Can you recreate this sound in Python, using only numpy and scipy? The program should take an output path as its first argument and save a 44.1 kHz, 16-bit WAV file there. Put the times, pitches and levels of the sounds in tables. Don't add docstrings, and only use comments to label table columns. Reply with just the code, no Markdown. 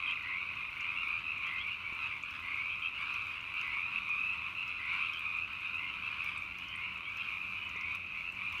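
import sys
import numpy as np
from scipy import signal
from scipy.fft import rfft, irfft, next_fast_len
from scipy.io import wavfile
from scipy.ndimage import map_coordinates

SR = 44100
rng = np.random.default_rng(int(sys.argv[2]) if len(sys.argv) > 2 else 0)


def unload_audio(sound):
    columns = np.transpose(np.atleast_2d(sound))
    steps = np.round(np.clip(columns, -1, 1) * 32767)
    wavfile.write(sys.argv[1], SR, steps.astype(np.int16))


N = 379260

VOICE_HARMONICS = [-15, 3, -26, -40.5, -45, -51, -48, -48.5]
# time_s, relative_level_db
CHORUS_SWELL = [(0.0, -48.5), (0.12, -48.5), (0.17, -53.5), (0.84, -48.5), (1.39, -52), (1.53, -48),
                (1.84, -54), (2.03, -46), (2.25, -53.5), (2.35, -47.5), (2.94, -54), (3.02, -42.5),
                (3.28, -53), (3.52, -48), (4.86, -51.5), (4.93, -43.5), (5.15, -52), (6.35, -49.5),
                (6.61, -55.5), (7.04, -52), (7.74, -56), (7.95, -49), (8.0, -61), (8.6, -51.5)]


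def note(length_s, start_hz, end_hz, harmonics_db, attack_s, ring_s, sag, waver,
         pulse_hz=85, jitter=.025, scatter_db=2.6):
    draw = np.random.default_rng(rng.integers(2 ** 31)).standard_normal((64, 4))
    period = np.exp(.06 * draw[0, 3]) / pulse_hz
    starts = np.abs(period * (np.arange(len(draw)) + jitter * draw[:, 0]))
    starts = starts[starts < length_s, None]
    strength, detune = draw[:len(starts), 1:3].T[..., None]
    t = np.arange(SR // 64) / SR
    decay = np.exp(-t / ring_s)
    envelope = (1 - np.exp(-(t / attack_s) ** 2)) * decay
    progress = starts / length_s
    glide_hz = start_hz + (end_hz - start_hz) * progress
    sac_hz = glide_hz * (1 + waver * detune + sag * (decay - .35))
    larynx_phase = (np.pi * np.cumsum(sac_hz, axis=1) / SR).astype(np.float32)
    wave = sum(amp(db) * np.sin(k * larynx_phase) for k, db in enumerate(harmonics_db, 1))
    effort = np.sin(np.pi * (0.26 + 0.45 * progress))
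    pulses = effort * amp(scatter_db * strength) * envelope * wave
    positions = (starts * SR).astype(int) + np.arange(len(t))
    train = np.bincount(positions.ravel(), pulses.ravel())
    return train / np.sqrt(np.sum(train ** 2) / (length_s * SR))


def trees(x, wet_db, t60_s):
    t = np.arange(SR // 5) / SR
    tail = rng.standard_normal(len(t)) * amp(-60 * t / t60_s) * (1 - np.exp(-t / 0.00082))
    path = amp(wet_db) * tail / np.linalg.norm(tail)
    path[0] += 1
    heard = signal.fftconvolve(x, path)
    return heard * np.linalg.norm(x) / np.linalg.norm(heard)


def near_note(length_s, start_hz, end_hz, wet_db, waver=0.0099, scatter_db=1.23, absorb_db_per_oct=26):
    call = note(length_s, start_hz, end_hz, VOICE_HARMONICS, attack_s=.0032, ring_s=0.0021,
                sag=0.024, waver=waver, scatter_db=scatter_db)
    return trees(call, wet_db - absorb_db_per_oct * np.log2(start_hz / 2450), t60_s=0.12)


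def deep_frog(gain_db=-2.5, swell_s=0.021, climb_hz_per_s=1370):
    # start_s, length_s, start_hz, relative_level_db
    croaks = [(0.226, 0.21, 2010, -38), (1.455, 0.237, 1997, -40.5), (2.41, 0.14, 2060, -40),
              (3.618, 0.17, 2013, -39.5), (4.78, 0.26, 2025, -40.5), (5.768, .13, 2040, -42),
              (6.716, 0.21, 2060, -44), (7.736, 0.18, 2053, -41)]
    out = np.zeros(N)
    for s, length, hz, db in croaks:
        call = near_note(length, hz, hz + climb_hz_per_s * length, wet_db=-9, waver=.017)
        swell = 1 - np.exp(-np.arange(len(call)) / SR / swell_s)
        add(out, s, amp(db + gain_db) * call * swell)
    return out


def middle_frogs(climb_hz_per_s=990, rattle_s=.065, rattle_rise=0.054):
    # start_s, length_s, start_hz, level_db
    croaks = [(0.032, .11, 2504, -41), (.82, 0.11, 2380, -41), (1.104, 0.092, 2407, -37.5),
              (1.24, 0.1, 2557, -39), (1.838, 0.12, 2267, -43), (1.981, 0.15, 2500, -44),
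              (2.597, 0.19, 2310, -42), (3.058, 0.12, 2430, -43), (3.734, 0.13, 2370, -38.5),
              (4.068, 0.27, 2403, -37), (4.538, 0.23, 2476, -45.5), (4.87, .2, 2434, -44.5),
              (5.24, .21, 2371, -38), (7.282, .23, 2366, -42.5), (7.511, .16, 2380, -45.5),
              (8.379, 0.11, 2355, -41.5)]
    # start_s, start_hz, level_db
    rattles = [(.8, 2710, -44.5), (.96, 2670, -39), (1.41, 2256, -42), (1.625, 2220, -41),
               (1.68, 2720, -42), (2.11, 2170, -48), (2.56, 2176, -40), (2.823, 2500, -36.5),
               (2.69, 2475, -43), (2.98, 2247, -41), (3.539, 2350, -39.5), (3.549, 2630, -40.5),
               (3.924, 2536, -36), (4.57, 2670, -40.5), (5.01, 2576, -39), (5.73, 2576, -39),
               (6.022, 2550, -40), (6.17, 2480, -39), (6.81, 2380, -46), (7.06, 2260, -44),
               (7.16, 2606, -41.5), (8.145, 2195, -43), (8.24, 2570, -41)]
    out = np.zeros(N)
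    for s, length, hz, db in croaks:
        add(out, s, amp(db) * near_note(length, hz, hz + climb_hz_per_s * length, wet_db=-4.0))
    for s, hz, db in rattles:
        add(out, s, amp(db) * near_note(rattle_s, hz, hz * (1 + rattle_rise), wet_db=-7.5))
    return out


def small_frogs(chirp_s=.05, chirp_hz=3154, chirp_rise=0.023, chirp_gain_db=-1,
                slide_hz=2750, climb_hz_per_s=1770):
    # start_s, relative_level_db
    chirps = [(.065, -41), (1.445, -50), (1.581, -44.5), (2.695, -50), (2.819, -45), (5.014, -50),
              (5.134, -43.5), (6.03, -55), (7.031, -52), (7.195, -50.5)]
    # start_s, length_s, level_db
    slides = [(4.85, 0.098, -52), (5.76, 0.18, -54), (6.55, 0.19, -50), (7.524, .15, -50),
              (8.47, 0.17, -53)]
    out = np.zeros(N)
    for s, db in chirps:
        call = near_note(chirp_s, chirp_hz, chirp_hz * (1 + chirp_rise), wet_db=3.0, waver=0.02)
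        add(out, s, amp(db + chirp_gain_db) * call)
    for s, length, db in slides:
        call = near_note(length, slide_hz, slide_hz + climb_hz_per_s * length, wet_db=0, waver=0.0082)
        add(out, s, amp(db) * call)
    return out


def creaking_frog(pulse_hz=25.5):
    # start_s, length_s, start_hz, end_hz, level_db
    trills = [(0.056, .17, 2090, 2090, -49), (.5, .6, 2136, 2180, -51)]
    out = np.zeros(N)
    for s, length, start_hz, end_hz, db in trills:
        call = note(length, start_hz, end_hz, VOICE_HARMONICS, attack_s=0.0015, ring_s=0.0034,
                    sag=0.036, waver=.008, pulse_hz=pulse_hz)
        add(out, s, amp(db) * trees(call, wet_db=-7, t60_s=0.25))
    return out


def neighbours(count=40, level_db=-46.0, centre_hz=2450, spread=.11, length_s=.07, rise=0.051):
    out = np.zeros(N)
    for i, (when, pitch) in enumerate(rng.random((count, 2))):
        hz = centre_hz * np.exp(spread * (2 * pitch - 1))
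        call = near_note(length_s, hz, hz * (1 + rise), wet_db=-6.5, scatter_db=2.5)
        add(out, (i + when) / count * N / SR, call)
    swell_db = curve(CHORUS_SWELL)
    return amp(level_db + 0.7 * (swell_db - swell_db.mean())) * out


def far_frogs(count=200, centre_hz=2450, spread=0.271, climb=0.011, sac_db=-42.5, throat_db=-51.5):
    # frequency_hz, relative_gain_db
    sac_response = [(1500, -45), (1850, -27.5), (2100, -10.5), (2500, 3.5), (2750, -5), (3050, -19),
                    (3400, -34), (4000, -28), (5200, -39.5), (7500, -68.5)]
    # frequency_hz, relative_gain_db
    throat_response = [(600, -55.5), (820, -23), (950, -9), (1100, -3.5), (1350, -5), (1600, -10.5),
                       (2300, -15.5), (3000, -11.5), (3800, -8), (4400, -24), (5200, -20.5), (7500, -29),
                       (9400, -15.5), (11000, -43)]
    harmonics_db = [6.0, 1.5, 0.5, -8.5, -8, -19.0, -14.0, -8]
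    crowd = np.zeros(N)
    for i, (when, span, nearness) in enumerate(rng.random((count, 3))):
        pitch = 2 * (i * (np.sqrt(5) - 1) / 2 % 1) - 1
        hz = centre_hz * np.exp(spread * pitch)
        call = note(.09 + .14 * span, hz * (1 - climb), hz * (1 + climb), harmonics_db,
                    attack_s=0.001, ring_s=0.0018, sag=0.077, waver=0.047)
        start_s = (i + when) / count * (N / SR + .2) - .2
        add(crowd, start_s, amp(5.4 * nearness) * trees(call, wet_db=0.5, t60_s=0.41))
    swell_db = curve(CHORUS_SWELL)
    swell_db -= swell_db.mean()
    sac = amp(sac_db + .37 * swell_db) * coloured(crowd, sac_response)
    throat = amp(throat_db + 0.77 * swell_db) * coloured(crowd, throat_response)
    return sac + throat


def stalk_snap(bright_db, ring_hz, half_width=0.13):
    t = np.arange(SR // 30) / SR
    envelope = amp(-60 * t / 0.013) + amp(-15.0 - 60 * t / 0.1)
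    burst = rng.standard_normal(len(t)) * envelope
    ring = band(burst, ring_hz * (1 - half_width), ring_hz * (1 + half_width))
    snap = ring + amp(bright_db + 15) * band(burst, 5500, 16000)
    return snap / np.abs(snap).max()


def litter(gain_db=-1, faint_count=200, ring_hz=6300, faint_db=-66, range_db=12):
    # start_s, relative_peak_db, ring_hz, brightness_db
    snaps = [(.8074, -47, 6000, -31), (1.4666, -52, 6400, -18), (2.2283, -50, 6720, -37),
             (2.308, -48, 5500, -23), (3.1398, -48.5, 5820, -21), (3.6128, -45, 5870, -22),
             (4.0911, -49, 6340, -18), (4.678, -48.5, 5600, -22), (5.1343, -47, 5510, -23),
             (5.193, -49, 9300, -3), (6.2425, -47, 6290, -11), (6.3779, -49, 8300, -30),
             (6.5852, -47, 6200, -14), (6.6847, -47.5, 5740, -26), (6.759, -49.5, 8900, -36),
             (7.083, -56, 9680, -11.5), (7.1706, -46, 6100, -20), (7.6933, -48.5, 6350, -23),
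             (7.7628, -51, 5900, -25), (7.8101, -48.5, 5400, -28), (7.9503, -44.5, 5950, -12),
             (8.525, -47.5, 5530, -17)]
    # start_s, pitch_hz, level_db
    knocks = [(1.925, 288, -39.5), (7.759, 430, -42)]
    out = np.zeros(N)
    for s, db, hz, bright_db in snaps:
        add(out, s, amp(db + gain_db) * stalk_snap(bright_db, hz))
    for when, strength, bright, pitch in rng.random((faint_count, 4)):
        snap = stalk_snap(-27 + 20 * bright, ring_hz * 1.8 ** (pitch - .5))
        add(out, when * N / SR, amp(faint_db + range_db * strength ** 2) * snap)
    t = np.arange(SR // 10) / SR
    for s, hz, db in knocks:
        add(out, s, amp(db - 60 * t / 0.014) * np.sin(2 * np.pi * hz * t))
    return out


def distant_hum(pitch_hz=92):
    # time_s, level_db
    fundamental_levels = [(0, -73), (3.8, -66), (8.6, -62)]
    # time_s, level_db
    octave_levels = [(0, -86), (3.8, -78.5), (4, -64.5), (4.35, -61.5), (4.6, -71.5), (6.2, -69.5),
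                     (6.6, -65.5), (8.6, -66)]
    phase = 2 * np.pi * np.cumsum(pitch_hz * (1 + 0.02673 * wobble(7.6))) / SR
    fundamental = amp(curve(fundamental_levels) + 3.1 * wobble(5.6)) * np.sin(phase)
    octave = amp(curve(octave_levels) + 2.4 * wobble(7.3)) * np.sin(2 * phase)
    return fundamental + octave


def night_noise(rumble_db=-60.0, hiss_gain_db=9.5, flicker_db=1.2):
    # frequency_hz, relative_density_db
    rumble_spectrum = [(13, -53), (22, -35), (47, -3.5), (86, 0), (151, -7.5), (189, -8.5), (237, -9.5),
                       (279, -9.5), (502, -19.5), (601, -15.5), (800, -20.5), (1040, -49.5), (1760, -120)]
    # frequency_hz, relative_density_db
    hiss_spectrum = [(500, -11.5), (900, 22), (3000, 8), (5000, 4), (6300, 3.5), (7700, -5), (9300, -2.5),
                     (10500, -6), (12000, -2), (15500, -5)]
    # time_s, relative_level_db
    hiss_levels = [(0, -74.5), (6.6, -73), (7.05, -76.5), (7.3, -71), (8, -75), (8.6, -72)]
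    rumble = amp(rumble_db) * coloured(rng.standard_normal(N), rumble_spectrum)
    hiss_gain = amp(curve(hiss_levels) + hiss_gain_db + flicker_db * wobble(16))
    return rumble + hiss_gain * coloured(rng.standard_normal(N), hiss_spectrum)


def amp(db):
    return 10 ** (np.asarray(db) / 20)


def unit(x):
    return x / np.sqrt(np.mean(x ** 2) + 1e-20)


def curve(rows):
    return np.interp(np.arange(N) / SR, *np.transpose(rows))


def wobble(knots_per_s):
    knots = rng.standard_normal(int(N * knots_per_s / SR) + 4)
    return map_coordinates(knots, [np.arange(N) * knots_per_s / SR])


def band(x, low_hz, high_hz):
    return unit(signal.lfilter(*signal.butter(2, [low_hz, high_hz], "band", fs=SR), x))


def filtered(x, response):
    size = next_fast_len(N + 8192)
    return irfft(rfft(x, size) * response(np.fft.rfftfreq(size, 1 / SR)), size)[:N]


def coloured(x, points):
    knots_hz, db = np.transpose(points)
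    response = lambda hz: amp(np.interp(np.log(hz + 1), np.log(knots_hz), db, left=-120, right=-120))
    return unit(filtered(x, response))


def add(track, start_s, sound):
    start = round(start_s * SR)
    sound = sound[max(-start, 0):max(N - start, 0)]
    track[max(start, 0):][:len(sound)] += sound


def scene():
    near = deep_frog() + middle_frogs() + small_frogs() + creaking_frog()
    return (near + neighbours() + far_frogs() + litter() + distant_hum() + night_noise())[None]


def record(dry):
    return filtered(dry[0], lambda hz: hz < 15800)[None]


dry = scene()
out = record(dry)
unload_audio(out)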